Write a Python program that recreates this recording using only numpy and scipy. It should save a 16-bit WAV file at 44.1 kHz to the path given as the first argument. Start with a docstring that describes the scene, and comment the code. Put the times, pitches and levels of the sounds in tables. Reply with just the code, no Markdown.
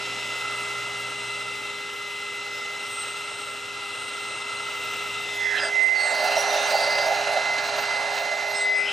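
"""An electric heat gun blows on wiring under a vehicle's dashboard, close to the microphone.
From the start its motor spins a five-blade fan: steady whine and rush ringing in the barrel, over a faint drone.
Whine and hum are multiples of the shaft speed; the rush is shaped noise. Past five seconds the gun is turned
on its side: the blade tone leaps, bands of noise howl and puff, and resonant noise roars in the recess.
A second faint hum swells while it lies there, and at the end the gun is turned most of the way back."""
import sys
import numpy as np
from scipy import signal
from scipy.fft import rfft, irfft
from scipy.io import wavfile
from scipy.ndimage import uniform_filter1d

SR = 44100
rng = np.random.default_rng(int(sys.argv[2]) if len(sys.argv) > 2 else 0)


def to_wav(sig):
    """Store sig (one row per channel, or 1-D mono) as 16-bit WAV at the path in sys.argv[1].

    Samples outside -1..1 are clipped; the rate is SR.
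    """
    pcm = np.clip(np.atleast_2d(sig), -1, 1) * 32767
    pcm = np.round(pcm).astype(np.int16)
    wavfile.write(sys.argv[1], SR, pcm.T)  # frames by channels


N = 393372
T = np.arange(N) / SR
STFT = dict(fs=SR, nperseg=2048, noverlap=1536)
HZ, FRAME_S, _ = signal.stft(T, **STFT)

# Levels are rms unless called spectra or lifts, and stand before the trims and wavers in the functions.
# In balance_db, plus is left.

# How the gun is held: time_s, tilt (0 upright to 1 sideways)
POSE = [(0, 0.069), (5.18, 0.0058), (5.33, 0.3), (5.45, 0.5), (5.65, 0.26), (6.1, 0.99), (8.45, 0.92),
        (8.65, 0.86), (8.92, 0.25)]
CLEAR_POSE = 0.26  # tilt at which the jet leaves the wires and reaches the recess

# Motor speed: time_s, speed_turns_per_s
SHAFT_SPEED = [(0.01, 405.3), (0.41, 407.3), (0.81, 408.1), (2.81, 408.4), (3.0, 409.2), (3.4, 409.4),
               (3.9, 406.5), (4.3, 409.0), (5.61, 408.6), (6.0, 409.8), (6.3, 409.4), (6.61, 410.3),
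               (7.5, 410.6), (7.91, 409.9), (8.4, 410.4), (8.9, 406.3)]
# Blade tone in standing waves, swelling and shifting as the gun moves: time_s, level_db, balance_db
BLADE_TONE = [(0.0, -40.5, 1.5), (0.45, -37, 1.5), (1.79, -40.5, 5), (2.66, -38, 1), (3.45, -45, 8),
              (4.7, -39, 4), (5.07, -40, 5), (5.29, -38, 4.5), (5.47, -27, -10), (5.56, -33.5, -10.5),
              (5.64, -37.5, 5.5), (5.79, -23, -14), (5.86, -24, -16), (6.14, -29.5, -6), (6.58, -37, -17),
              (6.93, -29, -3.5), (7.23, -38, -14), (7.53, -28, -2.0), (7.7, -41.5, -17), (7.94, -30.5, -5),
              (8.16, -37, -12), (8.3, -31.5, -6), (8.52, -34, -8.5), (8.67, -24.5, 4), (8.8, -26, 9),
              (8.92, -39, 8)]
BLADE_COUNT = 5
# Once-a-turn hum, shifting as the gun moves: time_s, level_db
ROTOR_HUM = [(0.0, -45), (0.07, -47), (0.35, -49.5), (0.5, -47), (3.95, -50), (5.37, -46.5), (5.66, -40.5),
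             (5.89, -49.5), (6.48, -40), (6.95, -44.5), (7.28, -41), (7.48, -48), (7.77, -43), (7.97, -48),
             (8.17, -43), (8.37, -49), (8.5, -44.5), (8.92, -43.5)]
# Weaker motor tones: multiple_of_shaft_speed, upright_level_db, sideways_level_db
MOTOR_ORDERS = [(2, -56, -40), (3, -57.5, -57), (4, -57.5, -44.5), (6, -63, -52), (9, -66, -57),
                (10, -52.5, -49), (15, -62, -71), (17, -73, -61), (19, -66, -61), (21, -74, -71),
                (25, -75, -68), (26, -71, -78), (29, -76, -74), (30, -81, -80), (35, -75, -79),
                (36, -91, -79)]
# Thin high whistle, shifting as the gun moves: time_s, level_db
WHISTLE_LEVEL = [(0.3, -68), (.57, -48), (.8, -55), (1.3, -49.5), (1.9, -61), (2.25, -55), (2.62, -67),
                 (3.0, -38), (3.17, -50), (3.45, -48), (3.8, -56), (4.1, -45.5), (4.55, -50.5), (5.2, -54),
                 (5.95, -57), (6.3, -50), (7.2, -61), (8.0, -53), (8.5, -62)]
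WHISTLE_ORDER = 20  # multiple of the shaft speed
# The whistle pipes up briefly as the gun swings: mid_s, length_s, peak_level_db
WHISTLE_CHIRPS = [(5.656, 0.067, -39), (5.84, 0.073, -49.5), (6.06, .19, -40), (6.83, 0.091, -49),
                  (8.59, .14, -38.5), (8.788, 0.066, -42.5)]

# Strength of the air stream: time_s, level_db (of the 2200-7400 Hz band)
RUSH_LEVEL = [(0.0, -32.5), (1.37, -35), (1.99, -37), (3.1, -35.5), (3.68, -37), (5.09, -34), (5.49, -34.5),
              (5.64, -32), (5.74, -34.5), (5.94, -37), (5.99, -35), (6.38, -29.5), (6.83, -30), (7.55, -32),
              (7.8, -30), (7.82, -31), (8.55, -34), (8.72, -38), (8.92, -34)]
# Rush spectrum, gun upright: frequency_hz, spectrum_db
RUSH_UPRIGHT = [(100, -18), (280, -6), (400, -9.5), (520, 0), (700, -5.5), (950, -0.5), (1120, -4.5),
                (1750, -6.5), (2150, -0.5), (4050, -1), (4250, -10), (8300, -13.5), (9800, -22),
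                (16000, -58)]
# Rush spectrum, gun sideways: frequency_hz, spectrum_db
RUSH_SIDEWAYS = [(100, -30), (280, -6), (400, -16.5), (600, 5), (950, 5.5), (1200, -1), (2200, -3),
                 (3000, -5), (4700, -4.5), (6500, -5.5), (7300, -13.5), (8800, -16), (11000, -31.5),
                 (16000, -38)]
# Resonances and dips of barrel and space, gun upright: frequency_hz, width_hz, lift_db
RINGS_UPRIGHT = [(552, 42, -8.5), (585, 40, 3.5), (1140, 56, -8), (1346, 101, 19), (1488, 115, -20),
                 (1550, 35, 3.5), (2096, 140, 3), (2365, 260, -5), (2731, 150, 10.5), (3720, 70, 5),
                 (3794, 70, -8), (4070, 70, 6), (4140, 79, -33), (4630, 120, 4.5), (5380, 410, 6),
                 (6570, 200, 2.5), (7980, 180, 4.5)]
# Resonances and dips of barrel and space, gun sideways: frequency_hz, width_hz, lift_db
RINGS_SIDEWAYS = [(1400, 118, 9), (1575, 86, -9), (1693, 213, 9), (2520, 130, -20), (2680, 310, 11.5),
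                  (2980, 120, -15), (3085, 77, 4.5), (3706, 55, 9), (4077, 236, 11.5), (4740, 130, 6.5),
                  (7300, 190, -15)]
# The upper upright resonances slide down as the gun tilts
BEND_ABOVE_HZ, BEND = 2000, 0.43
# Hollow note in the rush: time_s, lift_db
HOOT_LIFT = [(0.3, -3.5), (.45, 2), (.9, -0.5), (1.8, -1.5), (4.7, 0), (5.1, -1.5), (5.4, 0.5), (6.1, 2.5)]
# Balance of the air, gun upright: frequency_hz, balance_db
PAN_UPRIGHT = [(300, 0), (520, -1.5), (670, -5.5), (850, 7.5), (1050, -1.5), (1300, -4.5), (1900, 1.5),
               (2600, 1), (5000, -0.5)]
# Balance of the air, gun sideways: frequency_hz, balance_db
PAN_SIDEWAYS = [(300, 0.5), (650, 1.5), (1100, -5), (1500, -7), (1950, -5.5), (2300, -1.5), (4700, 0),
                (8500, -4), (15000, -1)]
# Phase by which the air reaches the left side first: frequency_hz, lead_rad
LEFT_LEAD = [(250, 0.15), (580, 0.17), (800, -0.1), (1150, 0.14), (1850, 0.64), (2500, 0.21), (4200, 0.05)]
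# Part of the air that differs between the sides: frequency_hz, upright_db, sideways_db
DIFFUSE_AIR = [(150, -10.5, -24), (450, -9, -4), (680, -5, -30), (1250, -31, -23), (1650, -7, -13),
               (3000, -20, -12), (5300, -25, -25), (6330, -8.5, -21), (10400, -14, -1), (14500, -39, -14)]
# Fine hiss of the jet on the wires: frequency_hz, upright_spectrum_db, sideways_spectrum_db
FIZZ_SPECTRUM = [(3000, -33, -33), (8000, -7, 4), (10300, 9.5, 2.5), (12550, 8, -4), (12900, 1, -2),
                 (13800, -2, -6), (14900, 0, 0), (16000, -10, -3)]
# Strength of that hiss: time_s, level_db (of the 10200-16000 Hz band)
FIZZ_LEVEL = [(0, -58.5), (1.2, -65), (3.2, -65), (4.3, -68.5), (5.4, -61), (5.95, -67), (6.2, -53.5),
              (6.7, -50), (6.95, -56), (7.5, -65), (8.4, -70), (8.92, -72)]
TILT_PATCHY_DB = 3.5  # added patchiness of the hiss at full tilt

# Low drone: time_s, pitch_hz, level_db
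DRONE = [(0, 61.2, -52), (1.4, 61, -51.5), (1.9, 60.6, -62.5), (4.6, 59.8, -60.5), (5.15, 56.1, -55),
         (5.6, 54.7, -57), (5.93, 54.96, -74), (6.37, 55.4, -55), (6.6, 55.1, -73), (6.95, 55.3, -56),
         (7.55, 54, -65), (7.75, 54.7, -59), (8.35, 55.7, -68), (8.55, 56, -61), (8.9, 56.5, -67)]
# Partials of the drone: multiple_of_pitch, relative_db
DRONE_PARTIALS = [(1, -14.5), (2, -1), (3, -11)]
# Bed of rumble: frequency_hz, spectrum_db
RUMBLE_SPECTRUM = [(10, -60), (34, -36), (41, -18), (45, -9), (53, -17), (77, -16), (90, -3), (100, -4),
                   (112, -1), (136, -2.5), (152, -25), (270, -4), (400, -20), (2000, -68)]

# Bands of noise that swell and fade: gliding howls, long soft swells, a thin squeal, treble puffs:
# mid_s, length_s, start_pitch_hz, end_pitch_hz, width_hz, level_db, balance_db
NOISE_BANDS = [(2.578, 0.21, 5200, 5130, 260, -48, 1), (4.75, 1.5, 870, 885, 170, -52, -1),
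               (5.05, .9, 2700, 2700, 200, -41.5, 2), (4.9, 0.57, 14250, 14200, 49.5, -58, 0),
               (5.49, .18, 1920, 1720, 210, -42, -10), (5.3, 0.48, 3780, 3420, 200, -42, 3),
               (5.374, 0.18, 7400, 5900, 450, -51, 0), (5.5, 0.3, 5400, 5170, 300, -49, 3),
               (5.55, 0.61, 3520, 3120, 240, -42, -6), (5.556, 0.38, 1980, 1520, 249, -30.5, -10),
               (5.557, 0.09, 1760, 1690, 200, -29, -11), (5.58, 0.065, 3950, 3950, 260, -35, -3),
               (5.583, 0.045, 3100, 3130, 170, -31.5, -5), (5.59, 0.051, 2680, 2670, 170, -30, -5),
               (5.634, 0.042, 1720, 1640, 230, -27, -9), (5.639, 0.12, 5010, 4780, 190, -33, -3.5),
               (6.013, 0.14, 4540, 4350, 210, -33.5, -3), (6.09, .1, 1750, 1780, 250, -37, -10),
               (6.1, .1, 7300, 7350, 170, -42, -13), (6.202, 0.47, 4300, 4820, 350, -37, -3),
               (6.33, 0.093, 2680, 2700, 250, -32, 2), (6.393, 0.065, 5630, 5800, 260, -29.5, -4),
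               (6.58, 0.22, 3700, 3700, 170, -35.5, -2), (6.566, 0.47, 5700, 6240, 480, -37, -5),
               (6.695, .2, 2720, 2730, 300, -40, -2), (6.803, 0.28, 4760, 4600, 330, -32, -2),
               (6.94, 0.38, 4620, 4850, 330, -32.5, -.5), (7.23, 0.28, 2660, 2720, 260, -36.5, 1),
               (7.65, .12, 14800, 14800, 450, -54, -1), (7.8, .1, 11900, 11900, 900, -51, -5),
               (7.81, .1, 14900, 14900, 550, -52, -3), (8.19, .2, 14900, 14900, 450, -53, -1),
               (8.51, 0.078, 11500, 12400, 1100, -50, -6), (8.57, 0.066, 5240, 5120, 150, -35, 0),
               (8.61, 0.13, 7560, 7950, 400, -41, 0), (8.638, 0.34, 4260, 3450, 600, -41, 0),
               (8.82, 0.55, 4830, 5270, 330, -44.5, -2), (8.86, 0.31, 1360, 1560, 300, -41.5, -4),
               (8.879, 0.39, 2090, 3120, 400, -34, 2.5), (8.892, 0.083, 2940, 3120, 260, -31, 2.5)]
# Jet striking the recess: time_s, level_db (of the 480-785 Hz band)
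ROAR_LEVEL = [(5.4, -58), (5.5, -49), (5.66, -32), (5.76, -43), (5.98, -42), (6.06, -34), (6.3, -29),
              (7.1, -28.5), (7.24, -28), (7.36, -32.5), (7.45, -34), (8.3, -33.5), (8.85, -40)]
# Hard gusts in the recess, and a lull where negative: mid_s, length_s, lift_db
BUFFETS = [(6.115, 0.045, 8), (6.15, 0.036, 0), (6.235, 0.079, 6), (6.37, 0.035, 6), (6.55, 0.085, 3.5),
           (6.748, 0.044, 10.5), (6.835, 0.089, 5), (7.065, 0.081, 4), (7.115, 0.05, 7), (7.255, .04, -10),
           (7.31, 0.1, 5), (7.375, 0.049, 10)]
# Sound of the recess: frequency_hz, spectrum_db
RECESS_SPECTRUM = [(60, -39), (400, -37), (490, -17), (580, 1.5), (650, 3), (760, -1), (900, -5.5),
                   (1150, -57), (3000, -47)]

EDGE_HZ = 15800  # upper band limit at the microphone


def amp(db):
    """Amplitude of a level in dB."""
    return 10 ** (np.asarray(db) / 20)


def evened(x):
    """A signal scaled to rms one."""
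    return x / np.sqrt(np.mean(x ** 2) + 1e-20)


def follow(rows, at):
    """The columns of a table, joined by straight lines and read at the given places."""
    place, *columns = np.transpose(rows)
    return [np.interp(at, place, c) for c in columns]


def bell(centre_hz, width_hz):
    """Gain of a steep resonance, one at its centre."""
    return 1 / (1 + 2 * ((HZ[:, None] - centre_hz) / width_hz) ** 2)


def read(points, rings=()):
    """A table over log frequency as a column, lifted or dipped in dB at its resonances."""
    f, values = np.transpose(points)
    lift = 0
    for hz, width, peak_db in rings:
        lift = lift + 10 * np.log10(1 + (amp(peak_db) ** 2 - 1) * bell(hz, width) ** 2)
    return np.interp(np.log(HZ + 1), np.log(f), values)[:, None] + lift


def bent(colour, pose):
    """A spectrum whose upper part sinks in pitch as the gun tilts."""
    hz = HZ[:, None]
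    reach_hz = np.maximum(hz - BEND_ABOVE_HZ, 0) * bell(BEND_ABOVE_HZ, 4000)
    return np.interp(hz + BEND * pose * reach_hz, HZ, colour[:, 0])


def sides(pan_db):
    """Left and right gains whose mean is one."""
    pair = np.array([amp(pan_db / 2), amp(-pan_db / 2)])
    return pair / pair.mean(0)


def drift(rate_hz):
    """Random wander of unit size, up to about the given rate."""
    f = np.fft.rfftfreq(N, 1 / SR)
    return evened(irfft(rfft(rng.standard_normal(N)) / (1 + (f / rate_hz) ** 4), N))


def frame_drift(rate_hz):
    """The same kind of wander, one value per frame."""
    return np.interp(FRAME_S, T, drift(rate_hz))


def lifts(rows, at):
    """Short smooth rises or dips, one for each row of mid_s, length_s, height."""
    return sum(height * np.cos(np.pi * np.clip((at - s) / length, -.5, .5)) for s, length, height in rows)


def patches(width_order, length_order):
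    """A random field of unit size, smooth over so many frequency bins and frames."""
    field = rng.standard_normal((len(HZ), len(FRAME_S)))
    for _ in range(2):
        field = uniform_filter1d(field, size=width_order, axis=0)
        field = uniform_filter1d(field, size=length_order, axis=1)
    return evened(field)


def unit_band(gain, lo_hz, hi_hz):
    """Scales a spectrum so that its noise has rms one inside a band."""
    inside = np.clip(np.minimum(HZ - lo_hz, hi_hz - HZ) / HZ[1] + .5, 0, 1)[:, None]
    return gain / np.sqrt(np.mean(gain ** 2 * inside, axis=0) + 1e-20)


def noise(gain, apart, steady=0):
    """Noise shaped by a (side, frequency, time) gain, part differing by side; steady evens its surges."""
    common, other = signal.stft(rng.standard_normal((2, N)), **STFT)[2]
    surge = uniform_filter1d(abs(common) ** 2, size=11, axis=0)
    surge = uniform_filter1d(surge, size=7, axis=1)
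    common = common / (surge / surge.mean() + 1e-9) ** (steady / 2)
    pair = np.array([common + apart * other, common - apart * other])
    return signal.istft(pair * gain, **STFT)[1][:, :N]


def turned(at):
    """How far the jet has swung off the wires into the recess, 0 to 1."""
    return np.clip(follow(POSE, at)[0] / CLEAR_POSE, 0, 1)


def shaft(wobble=0.00029):
    """Angle of the motor shaft in radians, turning slightly unsteadily."""
    speed, = follow(SHAFT_SPEED, T)
    return 2 * np.pi * np.cumsum(speed * (1 + wobble * drift(27))) / SR


def motor(angle, swell_db=1.3, swell_per_order_db=0.1633, swing_db=-3, rough=0.6):
    """Every tone is a multiple of the shaft speed; the weaker orders swell more the higher they are."""
    pose, = follow(POSE, T)
    buzz = whistle(angle)
    swell, shake = np.minimum(drift(5.1), 1.6), drift(25)
    for multiple, upright_db, sideways_db in MOTOR_ORDERS:
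        # each order swells and shakes in its own time
        swell_shift, shake_shift, phase = rng.integers(0, N, 3)
        fading_db = (swell_db + swell_per_order_db * multiple) * np.roll(swell, swell_shift)
        level_db = upright_db + pose ** 2 * (sideways_db - upright_db)
        strength = amp(level_db + swing_db * np.sin(np.pi * pose) + fading_db)
        buzz += strength * np.cos(round(multiple) * angle + phase + rough * np.roll(shake, shake_shift))
    # root two turns the peak of a cosine into its rms
    return np.sqrt(2) * (blades(angle) + rotor(angle) + buzz * sides(-6 * pose))


def blades(angle, trim_db=2.5, flutter_db=0.46, lead_rad=0.36):
    """Five blades pass per turn; their tone reaches the left side first."""
    pose, = follow(POSE, T)
    db, pan_db = follow(BLADE_TONE, T)
    blade_angle = BLADE_COUNT * angle
    tone = np.cos([blade_angle + lead_rad + 0.42 * pose, blade_angle])
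    return amp(db + trim_db + flutter_db * drift(23)) * sides(pan_db) * tone


def rotor(angle, trim_db=1, waver_db=.5):
    """The unbalanced rotor hums once a turn; its balance shifts right as the gun tilts."""
    pose, = follow(POSE, T)
    db = follow(ROTOR_HUM, T)[0] + trim_db + waver_db * drift(6.8)
    return amp(db) * np.cos([angle - .4 + 0.6 * pose, angle]) * sides(1.8 - 3.8 * pose)


def air(angle, trim_db=-1.0, hoot_steady=0.18, swing_db=-8, hollow_db=-3, edge_db=-4,
        patchy_db=0.27, patchy_treble_db=1.85, gust_db=0.44, sputter_db=0.77, chop=0.06):
    """Turbulence coloured by the barrel; its resonances change as the gun is turned."""
    pose, = follow(POSE, FRAME_S)
    rush_db, = follow(RUSH_LEVEL, FRAME_S)
    half_tilt = np.sin(np.pi * pose)
    upright = bent(read(RUSH_UPRIGHT, RINGS_UPRIGHT), pose)
    colour = (1 - pose) * upright + pose * read(RUSH_SIDEWAYS, RINGS_SIDEWAYS)
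    # the hollow note of the rush is partly steadied, and sinks in mid-swing
    hoot = bell(1270, 300)
    colour = colour + (follow(HOOT_LIFT, FRAME_S)[0] + swing_db * half_tilt) * hoot
    # in mid-swing the nozzle points away, and the rush hollows out
    hollow = hollow_db * half_tilt ** 2 * bell(3200, 2000)
    hollow = hollow + edge_db * half_tilt * bell(4200, 450)
    # the rush's colour varies at random, the treble most
    shifts = (patchy_db + patchy_treble_db * bell(11600, 4600)) * patches(width_order=9, length_order=22)
    level = amp(rush_db + trim_db + hollow + shadow() + shifts)
    body = unit_band(amp(colour), 2200, 7400) * level

    pan = sides((1 - pose) * read(PAN_UPRIGHT) + pose * read(PAN_SIDEWAYS))
    lead = read(LEFT_LEAD)
    delay = np.exp(.5j * np.array([lead, -lead]))
    upright_db, sideways_db = follow(DIFFUSE_AIR, HZ[:, None])
    diffuse = amp((1 - pose) * upright_db + pose * sideways_db)
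    stream = noise(np.hypot(body, fizz(pose)) * pan * delay, diffuse, hoot_steady * hoot)
    # the fan chops the stream once a turn, and the jet sputters more as the gun tilts
    unrest_db = (gust_db + sputter_db * follow(POSE, T)[0] ** 2) * drift(37)
    return stream * (1 + chop * np.cos(angle)) * amp(unrest_db)


def fizz(pose, patchy_db=2.2, flicker_db=3.1):
    """Spectrum of the fine hiss, randomly patchy in frequency and time, more so as the gun tilts."""
    upright, sideways = follow(FIZZ_SPECTRUM, HZ[:, None])
    patchiness = (patchy_db + TILT_PATCHY_DB * pose) * patches(width_order=18, length_order=7)
    level_db = follow(FIZZ_LEVEL, FRAME_S)[0] + flicker_db * frame_drift(14)
    colour = amp((1 - pose) * upright + pose * sideways + patchiness)
    return unit_band(colour, 10200, 16000) * amp(level_db)


def drone(trim_db=-1, rumble_db=-61, rumble_turned_db=-5):
    """A faint low hum of three partials that sags in pitch, over a bed of low rumbling noise."""
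    hz, db = follow(DRONE, T)
    angle = 2 * np.pi * np.cumsum(hz) / SR
    hum = evened(sum(amp(level) * np.cos(round(k) * angle) for k, level in DRONE_PARTIALS))
    f, bed_db = np.transpose(RUMBLE_SPECTRUM)
    bed_gain = amp(np.interp(np.fft.rfftfreq(N, 1 / SR), f, bed_db))
    bed = evened(irfft(rfft(rng.standard_normal(N)) * bed_gain, N))
    rumble = amp(rumble_db + rumble_turned_db * turned(T)) * bed
    return (hum * amp(db + trim_db) + rumble) * sides(0.87)[:, None]


def whistle(angle, waver_db=0.7, rough=0.21):
    """A thin whistle at twenty times the speed holds on, and chirps when the gun swings."""
    strength = amp(follow(WHISTLE_LEVEL, T)[0] + waver_db * drift(5))
    strength = strength + lifts([(s, length, amp(db)) for s, length, db in WHISTLE_CHIRPS], T)
    roughness = 1 + rough * (drift(40) + 1j * drift(40))
    return (strength * np.exp(1j * WHISTLE_ORDER * angle) * roughness).real


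def shadow(mid_s=2.0, length_s=1.6, dip_db=-7, hz=700, width_hz=75):
    """A hollow in the low rush deepens while the hand steadies the wire beside the nozzle."""
    return lifts([(mid_s, length_s, dip_db)], FRAME_S) * bell(hz, width_hz)


def noise_bands(crest_db=-11, crest_hz=2040, crest_width_hz=190, ragged_db=0.85, steady=0.62):
    """Bands of noise that swell and fade: gliding howls, long soft swells, a thin squeal, treble puffs."""
    # the standing wave that lifts the blade tone also lifts the air around its pitch
    blade_db, blade_pan_db = follow(BLADE_TONE, FRAME_S)
    crest = unit_band(bell(crest_hz, crest_width_hz), 0, SR / 2)
    crest = crest * amp(blade_db + crest_db) * turned(FRAME_S)
    power = (crest * sides(blade_pan_db)[:, None]) ** 2
    for mid_s, length_s, start_hz, end_hz, width_hz, db, pan_db in NOISE_BANDS:
        u = np.clip((FRAME_S - mid_s) / length_s, -.5, .5)
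        peak = bell(start_hz + (end_hz - start_hz) * (u + .5), width_hz)
        gain = unit_band(peak, 0, SR / 2) * amp(db) * np.cos(np.pi * u)
        power = power + (gain * sides(pan_db)[:, None, None]) ** 2
    return noise(np.sqrt(power), apart=0.044, steady=steady) * amp(ragged_db * drift(45))


def roar(trim_db=-0.73, pan_db=-4.0, buffet_db=0.9, upper_per_gust=0.19, upper_wander_db=1.0):
    """The sideways jet buffets the hollow behind the dashboard; gusts stir its upper resonance most."""
    level_db = follow(ROAR_LEVEL, T)[0] + lifts(BUFFETS, T)
    stir_db = upper_per_gust * lifts(BUFFETS, FRAME_S) + upper_wander_db * frame_drift(6.8)
    upper = stir_db * bell(830, 150)
    hollow = noise(unit_band(amp(read(RECESS_SPECTRUM) + upper), 480, 785), apart=0.055)
    strength = amp(level_db + trim_db + buffet_db * drift(21.0))
    return hollow * turned(T) * strength * sides(pan_db)[:, None]


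def moan(mid_s=7.47, length_s=2.2, hz=139, level_db=-60, waver_db=-1.0):
    """A second faint low hum, a plain sine, swells and fades while the gun lies on its side."""
    swell = lifts([(mid_s, length_s, 1)], T)
    return np.sqrt(2) * swell * amp(level_db + waver_db * drift(4.3)) * np.cos(2 * np.pi * hz * T)


def scene():
    """Motor, air, drone, noise bands, roar and moan together, left and right."""
    angle = shaft()
    return motor(angle) + air(angle) + drone() + noise_bands() + roar() + moan()


def record(dry, low_cut_hz=40):
    """The microphone's low cut and upper band limit."""
    low_cut = signal.butter(4, low_cut_hz, "highpass", fs=SR, output="sos")
    thin = signal.sosfilt(low_cut, dry)
    band_limit = signal.firwin(511, EDGE_HZ, window=("kaiser", 9), fs=SR)
    return signal.oaconvolve(thin, band_limit[None], "same")


dry = scene()
out = record(dry)
to_wav(out)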